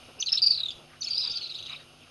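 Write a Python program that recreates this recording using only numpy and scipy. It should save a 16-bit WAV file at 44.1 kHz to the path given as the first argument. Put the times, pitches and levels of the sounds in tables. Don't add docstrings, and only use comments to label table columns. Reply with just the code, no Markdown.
import sys
import numpy as np
from scipy import signal
from scipy.fft import rfft, irfft
from scipy.io import wavfile
from scipy.ndimage import uniform_filter1d

SR = 44100
rng = np.random.default_rng(int(sys.argv[2]) if len(sys.argv) > 2 else 0)


def inscribe(sig):
    pcm = np.round(np.clip(np.atleast_2d(sig).T, -1, 1) * 32767)
    wavfile.write(sys.argv[1], SR, pcm.astype(np.int16))


N = 92610

# pitch_hz, relative_level_db
HISS_COLOUR = [(20, -11), (50, -12), (100, 0), (190, -16.5), (600, -9), (760, -8.5), (900, -17),
               (1350, -10), (1750, -22.5), (2100, -18.5), (2850, -9.5), (3600, -19.5), (4300, -22.5),
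               (5300, -20), (6100, -20), (7700, -36.5), (8900, -22), (10800, -28), (11200, -21),
               (11800, -34)]
HISS_DB, HISS_FLICKER_DB, HISS_TOP_HZ = -51.5, 1.0, 11900

# pitch_hz, level_db
HUM_TONES = [(150.7, -60.5), (247.6, -66), (349.9, -65.5)]
HUM_WAVER_DB = 2

# middle_s, length_s, top_hz, level_db
WIND_PUFFS = [(0.095, 0.055, 660, -48), (0.184, 0.061, 755, -47.5), (0.714, 0.023, 513, -51.5),
              (0.76, .04, 69, -53), (0.801, 0.15, 780, -50), (1.303, 0.048, 720, -49),
              (1.32, 0.1, 61.6, -55), (1.416, 0.041, 800, -51.5), (1.936, 0.0094, 700, -49),
              (2.028, 0.076, 510, -56.5)]

# middle_s, length_s, low_hz, high_hz, level_db
RASP_BANDS = [(0.331, 0.079, 1170, 2190, -50), (0.607, 0.082, 1084, 1760, -53.5),
              (0.934, 0.096, 1110, 1950, -51), (1.264, 0.086, 930, 1580, -50),
              (1.269, 0.074, 2300, 2720, -45.5), (1.27, 0.52, 1385, 1390, -57.5),
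              (1.393, 0.024, 1210, 1560, -50), (1.72, 0.081, 1020, 1380, -49.5),
              (1.717, 0.087, 2140, 3150, -41), (1.743, 0.053, 2330, 2680, -40),
              (1.81, 0.073, 1240, 2180, -53.5), (2.075, 0.027, 1230, 1590, -52)]
RASP_GRAIN_DB, RASP_GRAIN_RATE_HZ = -1.5, 170

# time_s, level_db
CHATTER_LEVEL = [(1.018, -61), (1.05, -43.5), (1.3, -42), (1.55, -46.5), (1.8, -52)]
CHATTER_COUNT = 280
CHATTER_LOW_HZ, CHATTER_HIGH_HZ, CHATTER_SLIDE_HZ = 2600, 5100, 800

# start_s, length_s, first_pitch_hz, last_pitch_hz, level_db
TRILL_NOTES = [(0.027, .012, 2860, 2740, -54), (0.184, 0.0075, 2790, 2640, -42.5),
               (0.192, 0.01, 4980, 5320, -36.5), (0.2, 0.015, 6040, 6040, -24),
               (0.211, 0.01, 4640, 4380, -32), (0.223, 0.0064, 4250, 2880, -20.5),
               (0.26, 0.0073, 4710, 4420, -30), (0.268, 0.019, 4210, 3966, -22.5),
               (0.283, .007, 3780, 2560, -27), (.289, 0.012, 5300, 5120, -31),
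               (.290, 0.006, 3440, 4300, -27), (0.319, .005, 4955, 5180, -14.5),
               (0.325, 0.0066, 5090, 5410, -13.5), (0.332, 0.0075, 4520, 3494, -19.5),
               (0.373, 0.014, 3630, 4396, -20), (0.386, 0.0071, 4020, 2830, -30.5),
               (0.418, 0.019, 4908, 4696, -15.5), (0.461, 0.016, 4775, 4620, -17),
               (.505, 0.015, 4697, 4365, -19.5), (0.542, 0.01, 4347, 3853, -24.5),
               (0.574, 0.0098, 4490, 3840, -23), (0.604, 0.014, 4060, 3790, -28.5),
               (.632, 0.0079, 3900, 3770, -24), (0.656, .010, 3760, 3655, -26),
               (0.683, 0.011, 3617, 3580, -26.5), (0.704, 0.0035, 3760, 3320, -28.5),
               (.708, 0.0045, 4600, 5100, -37.5), (1.007, 0.0097, 6050, 5970, -30),
               (1.018, 0.0091, 4740, 4370, -28), (1.027, 0.0057, 4060, 3417, -31.5),
               (1.029, 0.0088, 7030, 6730, -40), (1.04, 0.015, 5220, 5140, -30.5),
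               (1.058, 0.0095, 3640, 2680, -36), (1.07, 0.014, 4484, 4360, -24.5),
               (1.085, 0.0067, 7200, 5960, -37.5), (1.099, 0.0085, 4550, 5360, -33),
               (1.106, 0.017, 4753, 4670, -26), (1.131, 0.0074, 4560, 4460, -26.5),
               (1.144, 0.016, 4850, 4730, -27.5), (1.17, 0.013, 3760, 4350, -29),
               (1.176, 0.028, 4970, 4810, -24), (1.213, 0.014, 3430, 4380, -32.5),
               (1.224, 0.018, 4030, 3782, -30.5), (1.236, 0.0089, 4570, 5200, -28),
               (1.247, 0.0062, 5260, 4640, -23.5), (1.26, 0.0065, 3430, 4000, -28),
               (1.272, 0.0094, 4586, 4780, -27), (1.298, 0.005, 3760, 3660, -29),
               (1.296, 0.022, 4750, 4820, -29), (1.329, 0.016, 3730, 3730, -38),
               (1.346, 0.0069, 4530, 4700, -33), (1.354, 0.015, 5020, 4480, -29.5),
               (1.37, 0.0055, 4810, 3930, -27.5), (1.409, 0.0041, 2970, 2860, -35),
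               (1.412, 0.02, 4380, 4270, -31.5), (1.457, 0.015, 3920, 4290, -34.5),
               (1.493, 0.0083, 3780, 4780, -31.5), (1.501, 0.016, 4080, 3870, -32.5),
               (1.519, 0.0069, 3680, 3930, -36), (1.543, 0.021, 3375, 4330, -35),
               (1.585, 0.015, 3050, 4130, -40.5), (1.623, 0.0052, 3080, 3730, -34.5),
               (1.627, 0.017, 3910, 3960, -39), (1.651, 0.0058, 3840, 3800, -36),
               (1.66, 0.0055, 3060, 3900, -35.5), (1.665, 0.0095, 3760, 3900, -36),
               (1.695, 0.014, 3860, 3950, -37), (1.727, 0.008, 3890, 3830, -32.5),
               (1.76, 0.0076, 3820, 3800, -36.5), (1.801, 0.016, 3950, 3716, -49),
               (2.004, 0.025, 3364, 2464, -49.5)]

# start_s, level_db
HIGH_TICKS = [(1.033, -36), (1.316, -40), (1.372, -42.5), (1.424, -44), (1.472, -49), (1.519, -52),
              (1.583, -43.5), (1.624, -49.5), (1.662, -48), (1.694, -49)]
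TICK_S, TICK_HZ = 0.0095, 6150

ATTACK_S, RELEASE_S = .002, .003
FLICK_HZ, FLICK_S, FLICK_DB = 2560, 0.0075, -18
WAVER_DB, WAVER_HZ, WAVER_RATE_HZ = 1.2, 35, 300
BREATH_DB, BREATH_RATE_HZ = -15, 1800
OCTAVE_DB, OCTAVE_LIFT_DB, OCTAVE_LIFT_HZ, OCTAVE_LIFT_WIDTH_HZ = -35, 13, 6700, 600

MIRROR_MAX_S, MIRROR_DB = .013, -16
BUSH_DB, BUSH_T60_S, BUSH_BLUR_RATE_HZ = -8.5, .14, 1100
BUSH_DELAY_S, BUSH_PATCHY_DB = .008, 3.5
FAR_DB, FAR_T60_S = -18, .3
VOICE_LOW_HZ, AIR_HZ = 2250, 11100

# pitch_hz, width_hz, lift_db
HOUSING_RESONANCES = [(2780, 670, 2.5), (3817, 460, 5.5), (4640, 390, 5), (5380, 210, 8.5),
                      (5960, 220, 3.5), (6550, 69, 7.5)]
HOUSING_LOSS_DB, OVERLOAD, TOP_HZ = 5, .05, 16000
NOTCH_HZ, NOTCH_WIDTH_HZ = 5640, 390


def undb(db):
    return 10 ** (np.asarray(db) / 20)


def walk(rate_hz, size):
    hold = int(SR / rate_hz)
    steps = np.repeat(rng.standard_normal(size // hold + 1), hold)
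    smooth = uniform_filter1d(uniform_filter1d(steps, hold), hold)
    return 2.05 * smooth[:size]


def noise(low_hz, high_hz):
    band = signal.butter(2, [low_hz, high_hz], "bandpass", fs=SR, output="sos")
    x = signal.sosfilt(band, rng.standard_normal(N))
    return x / x.std()


def swell(middle_s, length_s):
    t = np.arange(N) / SR
    return np.exp(-.5 * ((t - middle_s) / (length_s / 3.72)) ** 2)


def hiss():
    hz = np.fft.rfftfreq(N, 1 / SR) + 1
    point_hz, point_db = np.array(HISS_COLOUR).T
    colour = undb(np.interp(np.log(hz), np.log(point_hz), point_db))
    steep_top = 1 / np.sqrt(1 + (hz / HISS_TOP_HZ) ** 80)
    x = irfft(rfft(rng.standard_normal(N)) * colour * steep_top, N)
    return x / x.std() * undb(HISS_DB + HISS_FLICKER_DB * walk(5.83, N))


def hum():
    t = np.arange(N) / SR
    out = np.zeros(N)
    for hz, db in HUM_TONES:
        level = np.sqrt(2) * undb(db + HUM_WAVER_DB * walk(11.55, N))
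        out += level * np.sin(2 * np.pi * (hz * t + rng.random()))
    return out


def puffs():
    out = np.zeros(N)
    for middle_s, length_s, top_hz, db in WIND_PUFFS:
        out += undb(db) * swell(middle_s, length_s) * noise(top_hz / 5, top_hz)
    return out


def rasps():
    out = np.zeros(N)
    for middle_s, length_s, low_hz, high_hz, db in RASP_BANDS:
        grain = undb(db + RASP_GRAIN_DB * walk(RASP_GRAIN_RATE_HZ, N))
        out += grain * swell(middle_s, length_s) * noise(low_hz, high_hz)
    return out


def chatter():
    time_s, level_db = np.array(CHATTER_LEVEL).T
    when, pitch, slide, size = rng.random((CHATTER_COUNT, 4)).T
    start_s = time_s[0] + (time_s[-1] - time_s[0]) * when
    length_s = 0.00382 + 0.0042 * size
    first_hz = CHATTER_LOW_HZ * (CHATTER_HIGH_HZ / CHATTER_LOW_HZ) ** pitch
    last_hz = first_hz + CHATTER_SLIDE_HZ * (2 * slide - 1)
    return list(zip(start_s, length_s, first_hz, last_hz, np.interp(start_s, time_s, level_db)))


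def echo_tail(db, t60_s, t):
    return undb(db - 60 * t / t60_s) * np.sqrt(2 * np.log(1000) / (t60_s * SR))


def echoes(size):
    t = np.arange(size) / SR
    tails = np.hypot(echo_tail(BUSH_DB, BUSH_T60_S, t), echo_tail(FAR_DB, FAR_T60_S, t))
    build_up = np.clip(t / BUSH_DELAY_S, 0, 1) ** 2
    patches = undb(BUSH_PATCHY_DB * walk(100, size))
    return rng.standard_normal(size) * tails * build_up * patches


def note(length_s, first_hz, last_hz):
    t = np.arange(2048) / SR
    after = np.clip((t - length_s) / FLICK_S, 0, 1)
    slide = (last_hz - first_hz) * np.clip(t / length_s, 0, 1)
    drop = (FLICK_HZ - last_hz) * np.clip(3 * after, 0, 1)
    hz = first_hz + slide + drop
    phase = 2 * np.pi * np.cumsum(hz + WAVER_HZ * walk(WAVER_RATE_HZ, 2048)) / SR

    waver = undb(WAVER_DB * walk(WAVER_RATE_HZ, 2048))
    breath = walk(BREATH_RATE_HZ, 2048)
    body = np.clip(t / ATTACK_S, 0, 1) * np.clip((length_s - t) / RELEASE_S + .5, 0, 1)
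    flick = undb(FLICK_DB) * np.sin(np.pi * after) ** 2

    closeness = np.exp(-.5 * ((2 * hz - OCTAVE_LIFT_HZ) / OCTAVE_LIFT_WIDTH_HZ) ** 2)
    octave = undb(OCTAVE_DB + OCTAVE_LIFT_DB * closeness)
    whistle = (1 + undb(BREATH_DB) * breath) * np.sin(phase)
    overtone = octave * (.5 + breath) * np.sin(2 * phase)
    return waver * (body + flick) * (whistle + overtone)


def swifts():
    ticks = [(start_s, TICK_S, TICK_HZ, TICK_HZ, db) for start_s, db in HIGH_TICKS]
    out = np.zeros(N + SR)
    for start_s, length_s, first_hz, last_hz, db in [*TRILL_NOTES, *ticks, *chatter()]:
        direct = note(length_s, first_hz, last_hz) * undb(db)
        blurred = direct * (1 + walk(BUSH_BLUR_RATE_HZ, 2048)) / np.sqrt(2)
        heard = signal.fftconvolve(blurred, echoes(6000))
        mirror_delay = int(MIRROR_MAX_S * SR * rng.uniform(0.41, 1))
        heard[:2048] += direct + undb(MIRROR_DB) * np.roll(direct, mirror_delay)
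        start = int(start_s * SR)
        out[start:start + len(heard)] += heard
    return out[:N]


def scene():
    voice_cut = signal.butter(6, VOICE_LOW_HZ, "highpass", fs=SR, output="sos")
    air_cut = signal.butter(8, AIR_HZ, fs=SR, output="sos")
    birds = signal.sosfilt(voice_cut, swifts())
    far = signal.sosfilt(air_cut, birds + rasps())
    return (far + puffs() + hum() + hiss())[None]


def resonance(x, hz, width_hz):
    return signal.lfilter(*signal.iirpeak(hz, hz / width_hz, fs=SR), x)


def record(dry):
    x = dry - OVERLOAD * dry ** 3
    for _ in range(2):
        x = x - resonance(x, NOTCH_HZ, NOTCH_WIDTH_HZ)
    for hz, width_hz, lift_db in HOUSING_RESONANCES:
        x = x + (undb(lift_db) - 1) * resonance(x, hz, width_hz)
    top_cut = signal.ellip(8, .2, 70, TOP_HZ, fs=SR, output="sos")
    return signal.sosfilt(top_cut, undb(-HOUSING_LOSS_DB) * x)


dry = scene()
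out = record(dry)
inscribe(out)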